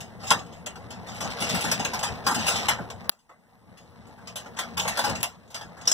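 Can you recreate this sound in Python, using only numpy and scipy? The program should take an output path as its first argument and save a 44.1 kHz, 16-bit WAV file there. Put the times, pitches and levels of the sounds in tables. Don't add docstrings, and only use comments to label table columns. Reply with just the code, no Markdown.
import sys
import numpy as np
from scipy import signal
from scipy.fft import rfft, irfft, next_fast_len
from scipy.io import wavfile
from scipy.ndimage import uniform_filter1d, minimum_filter1d, map_coordinates

SR = 44100
rng = np.random.default_rng(int(sys.argv[2]) if len(sys.argv) > 2 else 0)


def field_ratio(decibels):
    return 10 ** (np.asarray(decibels, dtype=float) / 20)


def master_out(mix):
    frames = np.transpose(np.atleast_2d(mix))
    ceiling = np.clip(frames, -1, 1)
    pcm = np.round(ceiling * 32767).astype(np.int16)
    wavfile.write(sys.argv[1], SR, pcm)


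N = 261513

# [f/Hz, level/dB per Hz]
TRAFFIC_SPECTRUM = [(25, -31), (70, 9), (190, 1.1), (320, -9), (800, -13.5), (2000, -31.5), (15000, -55.5),
                    (16500, -70.5)]
# [f/Hz, width/Hz, level/dB]
AIR_SPACES = [(90, 24, 1), (116.5, 8.1, 7.5), (176, 18, 4.5), (230.2, 18, 3.5), (252, 4, 1),
              (470.6, 16, 5.5), (686, 6.7, 0.5)]
# [f/Hz, level/dB per Hz]
BOOM_SPECTRUM = [(25, -23.5), (60, 4), (110, 1.5), (190, 3), (320, -8.5), (800, -9.5), (1800, -30),
                 (5000, -48)]
# [t/s, level/dB, rise/s]
BUMPS = [(0.307, -23, 0.0026), (1.23, -22, 0.024), (1.51, -20.5, 0.028), (1.655, -28, .02),
         (2.09, -24, 0.023), (2.24, -20, 0.038), (2.35, -17.5, .03), (2.79, -27, 0.0051), (4.16, -32, .03),
         (4.5, -32.5, 0.073), (5.08, -19.5, 0.034), (5.579, -22, 0.042), (5.8, -32, 0.043)]
# [t/s, level/dB]
RUB = [(0, -66), (.4, -60.5), (.74, -67.5), (1.0, -57.5), (1.13, -50.5), (1.44, -39), (1.58, -33.5),
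       (1.75, -39.5), (1.95, -41), (2.1, -44.5), (2.31, -61.5), (2.44, -34.5), (2.7, -37), (2.82, -59.5),
       (4.65, -57.5), (4.84, -42.5), (5.11, -36), (5.22, -58.5)]
# [f/Hz, level/dB per Hz]
RASP_SPECTRUM = [(1200, -33), (2200, 11.5), (3300, 3.5), (5000, 4.5), (7200, -10.5), (8200, -13),
                 (10000, -19.5), (12000, -43.5)]
# [f/Hz, level/dB per Hz]
KNOCK_SPECTRUM = [(120, -43), (200, 2.5), (350, -9.5), (600, -2), (850, -0.5), (1500, -6), (2200, -6),
                  (3200, -36.5)]
CLANK_SPECTRUM = [(1200, -33.5), (1900, -6.5), (2600, 3.5), (3300, -1), (3900, -6.5), (5500, -32.5)]
RING_SPECTRUM = [(3600, -12.5), (4800, 1.5), (6000, -4.5), (7200, 1.5), (8200, -9.5), (10000, -24),
                 (12000, -41.5)]
EDGE_SPECTRUM = [(7000, -14), (9000, 2), (10500, -1), (13000, -5), (15300, -8), (16000, -15.5),
                 (16800, -47)]
# [f/Hz, spread/Hz, level/dB]
PANEL_MODES = [(203, 16, -5.5), (482, 28, -12), (756, 30, -26), (836.5, 54, 5), (1050, 52, -0.5),
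               (1373, 18, 2.5), (1567, 41, 1.5), (2800, 380, -7.5), (3304, 63, 0), (3587, 100, 2.5),
               (4360, 460, -3.5), (6220, 280, -4), (7880, 290, -15.5), (10100, 250, -19)]
# [f/Hz, level/dB, t60/s]
WIRE_MODES = [(5500, -15.5, 0.22), (5230, -5.5, 0.054), (5540, -20, 5.0), (5700, -3.5, 0.027),
              (5740, -9, 0.054), (7510, -31, 0.35), (7970, -44, 5.0), (8530, -38, 1.8)]
# [t/s, level/dB]
SLAPS = [
    (5.875, -1),
    (5.915, -9),
]
# [t/s, peak level/dB, body re treble/dB]
TICKS = [
    (1.7148, -20.5, -8),
    (2.688, -23, 0),
    (3.0943, -3.5, 1.5),
    (3.0977, -14, 2),
    (5.2305, -3.5, -22.5),
    (5.873, -15.5, 4),
    (5.9148, -19, 3),
]
# [t/s, peak level/dB, weight/dB, t60/s]
CRISP_TAPS = [(.2842, -37, 0, 0.31), (0.6608, -27, -27, .11), (1.1387, -39.5, -21, 0.46),
              (1.4018, -25, -13, .22), (1.5429, -21.5, -1.5, 0.24), (1.6062, -24, -30, 0.21),
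              (1.7139, -15, -8.5, .15), (1.9328, -26, 3, 0.2), (2.2642, -17.5, 3.8, 0.24),
              (2.311, -24, 4.5, .14), (2.3446, -19.5, -4.5, .16), (2.4609, -17.5, -6.5, 0.44),
              (2.4783, -16.5, -3, 0.21), (3.1146, -23.5, -1, 0.23), (3.1873, -31.5, -5.5, 0.21),
              (3.7722, -35, -7, 0.22), (4.067, -44.5, -1, 0.19), (4.3565, -21.5, -6.5, 0.18),
              (4.7692, -18.5, -5, 0.35), (4.8766, -18.5, 0.5, 0.19), (4.9708, -20, -4, 0.18),
              (4.9894, -17.5, 0, 0.15), (5.2300, -18.5, -4.5, 0.24), (5.5019, -34, -1, 0.23)]
# [t/s, peak level/dB, weight/dB, t60/s]
PLAIN_TAPS = [(.0034, -31, -12.5, 0.19), (.1989, -40.5, 1.5, 1), (.2309, -34, 1, 0.35),
              (.266, -26, -21, 0.39), (0.3052, -8.5, -10.5, 0.066), (0.9043, -34, -6.5, 0.2),
              (1.067, -39.5, -4, 0.18), (1.2042, -23.5, -5.5, .21), (1.4172, -20.5, -5, 0.23),
              (1.488, -22, -27, 0.27), (1.6377, -20.5, -2, 0.24), (1.8478, -20, -3, .14),
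              (1.9904, -27, -18, 0.14), (2.0283, -18, -4.5, 0.21), (2.244, -37, -3, 0.3),
              (2.3792, -25, -17.5, 0.58), (2.5583, -20.5, -31.5, 0.21), (2.9006, -31.5, -4, 0.13),
              (4.1794, -52.5, 13.5, .2), (4.2717, -28.5, -7.5, 0.17), (5.0386, -19.5, 5.5, 0.25),
              (5.201, -32, -5, 0.26), (5.5427, -17.5, -2.5, 0.21), (5.7662, -40.5, 7.5, .28),
              (5.476, -42, -10, 0.14)]
# [t/s, peak level/dB, weight/dB, t60/s]
DULL_TAPS = [(.3914, -34.5, -5, 0.09), (.4609, -47, -18.5, 0.18), (.522, -42.5, -11.5, 0.28),
             (.6649, -27, -3.5, 0.15), (.7552, -39, 2.5, 0.16), (1.0799, -35.5, -3, 0.31),
             (1.3038, -31.5, -15, 0.15), (1.387, -32.5, -5, 0.39), (1.7934, -24, 1.5, 0.19),
             (2.7877, -48.5, 21.5, 0.098), (3.0415, -50.5, 8.5, 0.13), (4.4585, -40.5, 12, 0.15),
             (4.5662, -28.5, 1, .28), (4.7964, -15, -24, 0.071), (5.1517, -27, -20, 0.17),
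             (5.6096, -26.5, 1, 0.16), (5.8112, -31.5, -4.5, 0.17), (5.8526, -28.5, -5.5, 0.17)]
# [t/s, peak level/dB, weight/dB, t60/s]
FLAT_TAPS = [
    (1.2456, -30, 1.7, 0.12),
    (4.85, -39.5, 18, 0.18),
    (5.0965, -19, -5.5, 0.096),
    (5.874, -7, -13.5, .18),
    (5.915, -4.5, -25, 0.11),
]
# [t/s, peak level/dB, weight/dB, t60/s]
HEAVY_TAPS = [
    (0.3108, -14.5, 3.5, 0.14),
    (2.6837, -14.5, 0.5, 0.16),
    (3.2915, -35, 15.5, 0.19),
    (4.5876, -18, 0.5, 0.17),
]
# [edge level/dB, clank level/dB]
KIND_COLOURS = [
    (-13.5, -7),
    (-18.5, -7),
    (-24, -6.5),
    (-19, -20.5),
    (-15, -4.5),
]
# [f/Hz, likeness/1]
PORT_LIKENESS = [(50, 1), (130, 0.99), (260, 0.94), (520, 0.66), (800, 0.39), (1300, 0.033), (15000, .02)]
# [f/Hz, level/dB]
BODY_SHADE = [(40, -.8), (130, -1.4), (260, -2), (520, -2.8), (1000, -3.3), (3000, -4), (15000, -4)]
# [f/Hz, level/dB per Hz]
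HISS_SPECTRUM = [(300, -22), (2000, -0.5), (9000, 5), (15200, -0.5), (16000, -41.5)]
# [f/Hz, level/dB per Hz]
HANDLING_SPECTRUM = [(25, -8.5), (60, -16), (110, -14), (300, -36.5), (1000, -57.5)]
# [t/s, depth/dB, attack/s]
DUCKS = [
    (3.097, 32.5, 0.014),
    (5.239, 15, 0.072),
]

LOUD_RUB_DB = -35
DRONE_DB, DRONE_PER_RUB = -36.5, 0.56
BOOM_DB, BOOM_PER_RUB = -32.5, 0.35
BUMP_T60_S = 0.38
STREET_DB = -41
RECOVER_S = 0.64
SCATTER_DB, SCATTER_T60_S = -8, 0.01
PORT_LAG_SAMPLES = 18.8
PANEL_TOP_HZ, TOP_HZ = 15600, 16750


def unit(x):
    return x / np.sqrt(np.mean(x ** 2) + 1e-20)


def along(points, hz):
    f, v = np.transpose(points)
    return np.interp(np.log(hz + 1), np.log(f + 1), v)


def rub_level_db():
    s, db = np.transpose(RUB)
    return np.interp(np.arange(N) / SR, s, db)


def wobble(rate_hz):
    knots = rng.standard_normal(int(N * rate_hz / SR) + 4)
    return map_coordinates(knots, [np.arange(N) * rate_hz / SR])


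def filtered(x, response):
    m = next_fast_len(N + 8192)
    return irfft(rfft(x, m) * response(np.fft.rfftfreq(m, 1 / SR)), m)[..., :N]


def rush(spectrum, patchy_db):
    z = signal.stft(rng.standard_normal((2, N)), nperseg=512)[2]
    field = uniform_filter1d(rng.standard_normal(z.shape[1:]), size=3, axis=0)
    field = uniform_filter1d(field, size=10, axis=1)
    patches = field_ratio(patchy_db * np.clip(unit(field), -3, 1.3))
    pair = signal.istft(z * patches, nperseg=512)[1][:, :N]
    return unit(filtered(pair, lambda hz: field_ratio(along(spectrum, hz))))


def hollow(x):
    def response(f):
        return 1 + sum(field_ratio(db) / (1 + (2 * (f - hz) / width_hz) ** 2) for hz, width_hz, db in AIR_SPACES)
    return unit(filtered(x, response))


def traffic():
    level_db = STREET_DB + 0.8 * wobble(2.7) + 0.82 * wobble(8.2)
    return field_ratio(level_db) * hollow(rush(TRAFFIC_SPECTRUM, patchy_db=-2.2))


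def booms():
    t = np.arange(N) / SR
    rumble_db = BOOM_DB + BOOM_PER_RUB * (rub_level_db() - LOUD_RUB_DB) + 0.5 * wobble(10)
    power = field_ratio(rumble_db) ** 2
    for s, db, rise_s in BUMPS:
        since = np.clip(t - s, 0, None)
        thud = field_ratio(db - 60 * since / BUMP_T60_S) * (1 - np.exp(-since / rise_s))
        power = power + thud ** 2
    return np.sqrt(power) * hollow(rush(BOOM_SPECTRUM, patchy_db=5.0))


def scrape():
    rub_db = rub_level_db()
    burrs = (rng.random(N) < 260 / SR) * field_ratio(10 * rng.random(N))
    catches = signal.lfilter([1], [1, -field_ratio(-60 / (0.012 * SR))], burrs)
    slips = unit(field_ratio(1.5 * wobble(25)) * (1.5 + catches))
    rasp = field_ratio(rub_db) * slips * rush(RASP_SPECTRUM, patchy_db=-1.0)
    edge = field_ratio(1.15 * rub_db - 10) * slips * rush(EDGE_SPECTRUM, patchy_db=2)
    drone_db = DRONE_DB + DRONE_PER_RUB * (rub_db - LOUD_RUB_DB) - 0.8 + 1.2 * wobble(25)
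    drone = field_ratio(drone_db) * slips ** 0.4 * rush(KNOCK_SPECTRUM, patchy_db=3.5)
    return rasp + edge + drone


def slaps():
    out, t = np.zeros((2, N + SR)), np.arange(SR // 4) / SR
    hz, level_db, t60_s = np.transpose(WIRE_MODES)[:, :, None]
    for s, db in SLAPS:
        phase = 2 * np.pi * rng.random((2, len(hz), 1))
        fade = field_ratio(db + level_db - 60 * t / np.clip(t60_s, 0.04, 0.2))
        fade = fade * (1 - np.exp(-t / 0.00085))
        modes = fade * np.sin(2 * np.pi * hz * t + phase)
        out[:, round(s * SR):][:, :len(t)] += modes.sum(axis=1)
    return out[:, :N]


def ticks():
    out, t = np.zeros((2, N + 200)), np.arange(200) / SR

    def burst(hz, t60_s, phase=0):
        return field_ratio(-60 * t / t60_s) * np.sin(2 * np.pi * hz * t + phase)

    body = 0.83 * burst(4300, 0.0031) + 0.15 * burst(1400, 0.0024, 0.6)
    tip = 1.3 * burst(11500, 0.00063)
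    tip = tip + 0.4 * burst(15000, 0.00067) + 0.35 * burst(6600, 0.00067)
    for s, db, body_db in TICKS:
        grit = 0.4 * field_ratio(-60 * t / 0.0027) * rng.standard_normal((2, len(t)))
        pulse = tip + field_ratio(body_db) * body + grit
        i = round(s * SR)
        out[0, i:][:len(t)] += field_ratio(db) * pulse[0]
        out[1, i + 4:][:len(t)] += field_ratio(db - 3) * pulse[1]
    return out[:, :N]


def taps():
    t = np.arange(SR // 3) / SR
    power, ring = np.zeros((4, N + SR)), np.zeros((2, N + SR))
    hz, spread_hz, level_db = np.transpose(PANEL_MODES)[:, :, None]
    band_t60 = np.array([[1.5], [1.15], [1], [0.75]])
    kinds = (CRISP_TAPS, PLAIN_TAPS, DULL_TAPS, FLAT_TAPS, HEAVY_TAPS)
    contacts = [(*row, *colour) for rows, colour in zip(kinds, KIND_COLOURS) for row in rows]
    for s, db, knock_db, t60_s, edge_db, clank_db in contacts:
        i, t60_s = round(s * SR), np.clip(t60_s, 0.02, 0.5)
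        here = slice(i, i + len(t))
        swell = 1 - np.exp(-t / (0.055 * t60_s ** 2))

        crack = 1 + 0.23 * field_ratio(-60 * t / 0.0027)
        start_db = db + np.array([[knock_db - 7.0], [clank_db - 4], [-8], [edge_db + 2.0]])
        power[:, here] += (swell * crack * field_ratio(start_db - 60 * t / (t60_s * band_t60))) ** 2

        luck = np.clip(rng.standard_normal((4, len(hz), 1)), -2, 1.3)
        colour_db = np.interp(np.log(hz), np.log([1500, 3470, 5960, 12000]),
                              [knock_db, clank_db + 3.5, 0, edge_db + 16.5])
        share = field_ratio(level_db + colour_db + 3.5 * luck[0] - 60 * t / (0.75 * t60_s))
        mode_hz = hz + 0.78 * spread_hz * luck[1]
        for port in (0, 1):
            wave = np.sin(2 * np.pi * mode_hz * t + 4 * luck[2 + port])
            ring[port, here] += field_ratio(db - 16.5) * swell * (share * wave).sum(axis=0)
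    spectra = (KNOCK_SPECTRUM, CLANK_SPECTRUM, RING_SPECTRUM, EDGE_SPECTRUM)
    bands = [rush(spectrum, patchy_db=6.5) for spectrum in spectra]
    return ring[:, :N] + sum(np.sqrt(p[:N]) * band for p, band in zip(power, bands))


def scene():
    sound = traffic() + booms() + scrape() + slaps() + taps()

    def blend(hz):
        turn = np.arccos(np.clip(along(PORT_LIKENESS, hz), -1, 1)) / 2
        return np.array([np.cos(turn), np.sin(turn)]) * (hz < PANEL_TOP_HZ)

    same, other = filtered(sound, blend)
    far = filtered(same - other, lambda hz: field_ratio(along(BODY_SHADE, hz)))
    return np.array([same + other, far]) + ticks()


def ducking_db():
    gain_db = np.zeros(N)
    for s, depth_db, attack_s in DUCKS:
        since = np.clip(np.arange(N) / SR - s, 0, None)
        gain_db -= depth_db * (1 - np.exp(-since / attack_s)) * np.exp(-since / RECOVER_S)
    return gain_db


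def scattered(dry):
    t = np.arange(SR // 50) / SR
    paths = np.diff(rng.standard_normal((2, len(t) + 1))) * field_ratio(-60 * t / SCATTER_T60_S)
    paths = paths / np.linalg.norm(paths[0])
    return field_ratio(SCATTER_DB) * signal.fftconvolve(dry, paths, axes=1)[:, :N]


def masked(pair, under, before_db):
    sum_diff = np.array([pair[0] + pair[1], pair[0] - pair[1]])
    hz, _, z = signal.stft(sum_diff, SR, nperseg=512)
    band = np.unique((np.log(hz + 2500) * 18).astype(int), return_inverse=True)[1]
    power = np.array([np.mean(np.abs(z[:, band == b]) ** 2, axis=1) for b in range(band.max() + 1)])

    slow_db = 10 * np.log10(np.abs(uniform_filter1d(power, size=4, axis=2)) + 1e-14)
    drift = uniform_filter1d(rng.standard_normal(slow_db.shape), size=12, axis=2)
    slow_db = slow_db + 7 * drift
    held = np.minimum(np.arange(z.shape[2]) // 4 * 4 + 2, z.shape[2] - 1)
    slow_db = slow_db[..., held]

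    treble_db = 10 * np.log10(power[-16:].sum(axis=(0, 1)) + 1e-14)
    jump_db = np.roll(treble_db, -2) - treble_db
    calm = -minimum_filter1d(-jump_db, size=6, origin=2) < 9
    busy_db = 0.12 * (uniform_filter1d(treble_db, size=8) - np.median(treble_db))
    busy_db = np.clip(busy_db, -3, 2.5)

    excess_db = (slow_db[:, ::-1] - slow_db)[band]
    covered = (excess_db > along(under, hz)[:, None, None] - busy_db) & calm
    limit_db = before_db + 60000 / (hz + 1)[:, None, None]
    limit_db = limit_db + 4 * rng.standard_normal((len(power), 1, 1))[band]
    ahead = jump_db > limit_db
    kept = ~(covered | ahead).transpose(1, 0, 2)
    total, diff = signal.istft(z * kept, SR, nperseg=512)[1][:, :N]
    return np.array([total + diff, total - diff]) / 2


def roll_off(x):
    return signal.sosfilt(signal.butter(12, 16720, fs=SR, output="sos"), x)


def record(dry):
    gain_db = ducking_db()
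    hiss = field_ratio(0.36 * gain_db - 72.5) * rush(HISS_SPECTRUM, patchy_db=-3.5)
    ports = field_ratio(gain_db) * dry + hiss
    late = filtered(ports, lambda hz: 0.9 * np.exp(-2j * np.pi * hz * PORT_LAG_SAMPLES / SR))
    handling = field_ratio(0.5 * gain_db - 68.5) * rush(HANDLING_SPECTRUM, patchy_db=3.0)
    steered = ports - late[::-1] + scattered(ports) + handling
    steered = filtered(steered, lambda hz: hz < TOP_HZ)
    under = [(1500, 40), (2000, 9), (4000, 14), (7500, 13), (9000, 4), (16000, 1)]  # f/Hz, excess/dB
    mix = masked(np.clip(steered, -1, 1), under, before_db=14)
    return roll_off(mix)


dry = scene()
out = record(dry)
master_out(out)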